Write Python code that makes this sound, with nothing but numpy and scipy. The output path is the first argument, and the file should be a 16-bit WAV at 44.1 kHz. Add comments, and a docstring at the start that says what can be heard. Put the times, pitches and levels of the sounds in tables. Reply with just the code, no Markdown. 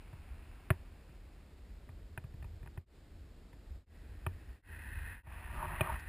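"""Rumble, knocks and ringing wheel noise of a longboard on asphalt, under a steady rush and thin hiss.
A second board draws close and carves past near the end; four times the sound fades out and straight back in.
The listening point is a cased camera on a pole held by the rider: noise shaped by a spectrum gives rumble and rush,
random impacts through resonators give wheels and scrubbing, and single blows and damped swings give the cracks.
Low-rate sampling with held values folds a gritty treble over everything."""
import sys
import numpy as np
from scipy import signal
from scipy.fft import rfft, irfft
from scipy.io import wavfile
from scipy.ndimage import uniform_filter1d, map_coordinates

SR = 44100
rng = np.random.default_rng(int(sys.argv[2]) if len(sys.argv) > 2 else 0)


def materialize(psi):
    """Save the field psi as 16-bit PCM at rate SR to the path in sys.argv[1].

    A 1-D psi becomes a single channel; in a 2-D psi each row is a channel.
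    """
    bounded = np.clip(np.atleast_2d(psi).T, -1, 1)
    quanta = np.round(bounded * 32767).astype(np.int16)
    wavfile.write(sys.argv[1], SR, quanta)


N = 268128
T = np.arange(N) / SR  # time in s

# stretches of the ride, joined by fades; in most the wheel noise swells once, the second has almost none:
# start_s, road_db (vibration), loudest_s, fall_s (time to fall by 6 dB),
# patter_db (gritty, at its loudest), roll_db (hollow, at its loudest)
RIDE_STRETCHES = [(0, -58.5, .24, .78, -66.5, -78), (2.856, -59, 3.7, 1.0, -92, -88.5),
                  (3.857, -52, 4.47, .7, -73, -70.5), (4.623, -48, 5.05, .42, -64.5, -51.5),
                  (5.227, -48, 5.85, .32, -58, -50)]


def undb(db):
    """Logarithmic level: decibels to amplitude gain."""
    return 10 ** (np.asarray(db) / 20)


def unit(x):
    """Normalization of power: scale to rms 1."""
    return x / np.sqrt(np.mean(x ** 2))


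def walk(rate):
    """Slow random fluctuation: smoothed steps drawn at `rate` per second, with spread near 1."""
    k = max(int(SR / rate), 1)
    steps = np.repeat(rng.standard_normal(N // k + 1), k)
    return 1.3 * uniform_filter1d(steps, k)[:N]


def hump(middle_s, half_s):
    """Gaussian envelope: a smooth rise and fall, 1 at its middle."""
    return np.exp(-((T - middle_s) / half_s) ** 2)


def coloured(points):
    """Spectral shaping: white noise weighted by (Hz, dB) points, then scaled to rms 1."""
    hz, db = np.transpose(points)
    f = np.maximum(np.fft.rfftfreq(N, 1 / SR), 1)
    gain = undb(np.interp(np.log(f), np.log(hz), db))
    return unit(irfft(rfft(rng.standard_normal(N)) * gain, N))


def ring(force, modes, sense=-1):
    """Modal superposition: a force drives resonances, neighbours in opposite senses (-1) or together (1)."""
    out = 0
    for k, (hz, width_hz, db) in enumerate(modes):
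        b, a = signal.iirpeak(hz, hz / width_hz, fs=SR)
        out = out + sense ** k * undb(db) * signal.lfilter(b, a, force)
    return out


def cut(x, hz, kind, order=2):
    """Frequency-selective attenuation: a low-pass or high-pass filter."""
    return signal.sosfilt(signal.butter(order, hz, kind, fs=SR, output="sos"), x)


def grit(per_s, spread_db):
    """Random impulse process: dense tiny blows of varied strength."""
    hit = rng.random(N) < per_s / SR
    strength = undb(spread_db * rng.standard_normal(N))
    return hit * rng.standard_normal(N) * strength


def waver(x, share, rate):
    """Frequency modulation by varying delay: pitch wanders by a small share."""
    drift = share * walk(rate)
    position = np.arange(N) + np.cumsum(drift - drift.mean())
    return map_coordinates(x, [position], mode="mirror")


def ride():
    """Piecewise-constant excitation: the row of the ride that holds at each moment, column by column."""
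    rows = np.array(RIDE_STRETCHES)
    return rows[np.searchsorted(rows[1:, 0], T)].T


def turn():
    """Stick-slip under load: gains of slip and patter build up, and both drop when the wheels grip again."""
    turn_s, hold_s = 5.56, 0.379
    slip_db, attack_db_per_s, grip_db_per_s = -48, 400, 420
    lean_db, lean_db_per_s, creep_db = -49.5, 17, -3
    # spurts in which the urethane lets go: middle_s, half_s (half length), extra_db (over the steady slip)
    spurts = [(5.635, .021, 8.5), (5.89, 0.048, 5.5)]

    after = T - turn_s - hold_s
    grip = undb(-grip_db_per_s * np.maximum(after, 0))
    attack_db = attack_db_per_s * np.minimum(T - turn_s, 0)
    spurt_db = sum(db * hump(s, half_s) for s, half_s, db in spurts)
    slip = undb(slip_db + attack_db + spurt_db)
    # patter grows as the rider leans on the wheels, and some slip creeps in with it
    lean = undb(lean_db + lean_db_per_s * np.minimum(after, 0)) * (T > RIDE_STRETCHES[-1][0])
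    return grip * np.hypot(slip, lean * undb(creep_db)), grip * lean


def hiss():
    """Uncorrelated noise: thin hiss of the microphone channels, independent left and right."""
    # spectrum: frequency_hz, density_db (relative)
    spectrum = [(20, -22), (100, 13.5), (250, 18), (1000, 2), (4500, 6.5), (6000, 5)]
    return np.array([coloured(spectrum), coloured(spectrum)]) * undb(-73.5)


def rush():
    """Broadband noise: a rush of air and road whose level drifts slightly."""
    # spectrum: frequency_hz, density_db (relative)
    spectrum = [(40, -9.5), (150, -3.5), (300, -6), (550, -13), (1000, -21), (2000, -22.5), (3000, -27.5),
                (5000, -28), (6000, -29.5)]
    return coloured(spectrum) * undb(-62.0 + 0.2 * walk(3.02))


def rumble():
    """Structure-borne vibration: uneven asphalt shakes the pole, harder on rough patches, above buffeting."""
    # spectrum of the shaken pole: frequency_hz, density_db (relative)
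    pole_spectrum = [(20, -22), (40, 1.5), (55, 1), (85, 1), (120, -17), (170, -22), (260, -29),
                     (500, -52.5)]
    # spectrum of the deep steady buffeting of the moving camera: frequency_hz, density_db (relative)
    buffet_spectrum = [(10, -31), (22, -15), (32, -1), (46, -0.5), (60, 0), (90, -30), (200, -46)]
    # patches of rough asphalt: middle_s, half_s (half length), level_db
    rough_patches = [(.33, .27, -50.5), (.9, 0.11, -54), (2.0, .2, -55), (2.48, .24, -48),
                     (3.17, .09, -52.5), (3.74, .07, -49.5), (4.131, 0.074, -47), (5.0, .09, -42.5),
                     (5.565, .055, -36.5), (5.7, .08, -43), (5.935, .04, -35)]

    _, road_db, *_ = ride()
    rough_power = sum((undb(db) * hump(s, half_s)) ** 2 for s, half_s, db in rough_patches)
    shake = np.sqrt(undb(road_db) ** 2 + rough_power)
    return coloured(pole_spectrum) * shake + coloured(buffet_spectrum) * undb(-56.0)


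def bright_burst(at_s=6.0, half_s=0.011, db=-63):
    """Band-limited noise under a Gaussian envelope: a faint, very short burst of bright noise."""
    bright = cut(grit(per_s=3000, spread_db=4), hz=4000, kind="high")
    bright = cut(bright, hz=5950, kind="low", order=4)
    return unit(bright) * undb(db) * hump(at_s, half_s)


def clack(t, clack_db, tick_db, ping_db):
    """Impact excitation: the camera hits its mount, chatters, buzzes out and rings its case."""
    chatter, chatter_s = 0.14, 0.0045
    buzz, buzz_s = 0.0083, 0.023
    # resonances of the knocked case: frequency_hz, width_hz, level_db (relative)
    case_modes = [(370, 29, 11), (637, 76, 5.5), (802, 48, 1.5), (937, 114, 2.5), (1140, 110, -3.5),
                  (1470, 370, 4.5), (1763, 96, 4), (2434, 92, 22.5), (2490, 130, -22.5), (3370, 900, -17.5)]

    rattle = chatter * np.exp(-(t / chatter_s) ** 2) + buzz * np.exp(-t / buzz_s)
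    force = rattle * cut(rng.standard_normal(len(t)), hz=740, kind="high")
    force[0] += 1  # the first blow
    # plastic yields on contact, so the blow holds little treble
    force = cut(force, hz=3300, kind="low", order=4)
    low = ring(force, case_modes[:5], sense=1)
    middle = ring(force, case_modes[5:7], sense=1)
    high = ring(force, case_modes[7:], sense=1)
    body = unit(cut(low, hz=1670, kind="low")) * undb(clack_db)
    tick = unit(cut(middle, hz=2450, kind="low")) * undb(tick_db)
    ping = unit(cut(high, hz=3220, kind="low")) * undb(ping_db)
    return body + tick + ping


def thump(t, ring_db):
    """Damped oscillation: the jolt briefly flexes the pole and leaves it swinging in its lowest mode."""
    flex_hz, peak_s = 113, 0.0076
    ring_hz, ring_s = 86, 0.027
    u = t / peak_s
    flex = np.sin(2 * np.pi * flex_hz * t) * (u * np.exp(1 - u)) ** 3
    swing = np.cos(2 * np.pi * ring_hz * t) * (1 - np.exp(-u)) ** 2 * np.exp(-t / ring_s)
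    return flex + undb(ring_db) * swing


def bumps():
    """Transient superposition: each crack in the road adds a clack of the case and a thump of the pole."""
    # cracks and bumps: start_s, ping_db, thump_db, clack_db, tick_db,
    # ring_db (after-ring of the pole, relative to the thump)
    cracks = [(0.1298, -85, -41, -71, -81.5, -6), (0.704, -54, -18.5, -42.5, -43.5, -11.5),
              (1.0923, -86.5, -50, -84, -79.5, -8), (1.8904, -81, -46.5, -71.5, -75.5, 7.5),
              (2.1763, -66, -37, -60, -57, -6), (2.2398, -85, -36.5, -71, -82, -23),
              (2.3386, -90.5, -41.5, -81.5, -83.5, -8), (2.4254, -78, -43.5, -72, -73.5, -22),
              (2.4431, -78, -44, -70, -78, -4), (2.6304, -81, -41, -74.5, -77, -22),
              (2.6613, -88, -49.5, -69.5, -78.5, -9), (2.6741, -82, -49.5, -74, -71.5, -1),
              (2.7751, -78.5, -34, -63.5, -68.5, -1.5), (3.5307, -91, -51, -77.5, -78, -15),
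              (4.265, -57.5, -31, -49.5, -56, 4.5), (5.2691, -73, -39.5, -64.5, -74, -9),
              (5.8086, -46, -24, -43, -48.5, -20)]
    t = T[:SR // 5]
    out = np.zeros(N + len(t))
    for s, ping_db, thump_db, clack_db, tick_db, ring_db in cracks:
        i = int(s * SR)
        knock = clack(t, clack_db, tick_db, ping_db)
        out[i:i + len(t)] += knock + undb(thump_db) * thump(t, ring_db)
    return out[:N]


def wheels():
    """Resonance under random impacts: stones ring the wheels, louder as they come near; the ring wavers."""
    # broad resonances of stones pattering on the wheels: frequency_hz, width_hz, level_db (relative)
    patter_modes = [(732, 220, -4), (1350, 1190, 0), (1710, 1360, 0), (2600, 440, -4), (3540, 530, -27)]
    # resonances of plain rolling: frequency_hz, width_hz, level_db (relative)
    roll_modes = [(933, 110, -8), (1520, 230, -3.5), (1852, 184, 2.5), (2180, 200, -11.5), (2533, 86, -3),
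                  (4150, 130, -19)]

    _, _, loudest_s, fall_s, patter_db, roll_db = ride()
    near = 1 / (1 + ((T - loudest_s) / fall_s) ** 2)
    _, lean = turn()
    patter = cut(ring(grit(per_s=6300, spread_db=1.0), patter_modes), hz=3480, kind="low")
    roll = cut(ring(grit(per_s=6000, spread_db=1.5), roll_modes), hz=3360, kind="low")
    roll = cut(roll, hz=595, kind="high")
    roll = waver(roll, share=.018, rate=25)
    patter_gain = np.hypot(near * undb(patter_db), lean)
    return unit(patter) * patter_gain + unit(roll) * near * undb(roll_db)


def carve():
    """Stick-slip friction: in the turn the urethane grips and slips in short spurts."""
    # resonances of wheels scrubbing in a turn: frequency_hz, width_hz, level_db (relative)
    scrub_modes = [(152, 18.6, 0), (368, 18, -7.5), (614, 59, -5), (932, 83, 1), (1194, 186, -3.5),
                   (1640, 190, -16), (2380, 60, -19.5)]
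    slip, _ = turn()
    scrub = cut(ring(grit(per_s=3500, spread_db=2), scrub_modes), hz=3300, kind="low")
    flicker = undb(1.3 * walk(100))
    return unit(scrub) * slip * flicker


def scene():
    """Linear superposition: one sound in the middle; only the hiss differs between left and right."""
    background = hiss() + rush() + rumble()
    return background + bright_burst() + bumps() + wheels() + carve()


def record(dry):
    """Sample-and-hold imaging: slow sampling with held values mirrors sound into a gritty treble; then fades."""
    audio_hz, top_hz, fade_s = 12000, 15100, 0.098
    slow = signal.resample(dry, N * audio_hz // SR, axis=1)
    # a gentle roll-off just under half the slow sampling rate, with unit gain at 0 Hz
    pole = 0.67
    slow = signal.lfilter([1, .92], [1, pole], slow) * (1 + pole) / 1.92
    # each value is held for four steps
    held = signal.resample(np.repeat(slow, 4, axis=1), N, axis=1)
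    # silence at each join between stretches, with straight ramps on both sides
    to_join_s = np.min([np.abs(T - s) for s, *_ in RIDE_STRETCHES[1:]], axis=0)
    fade = np.clip(to_join_s / fade_s, 0, 1)
    return signal.sosfilt(signal.ellip(8, .2, 70, top_hz, fs=SR, output="sos"), held * fade)


dry = scene()
out = record(dry)
materialize(out)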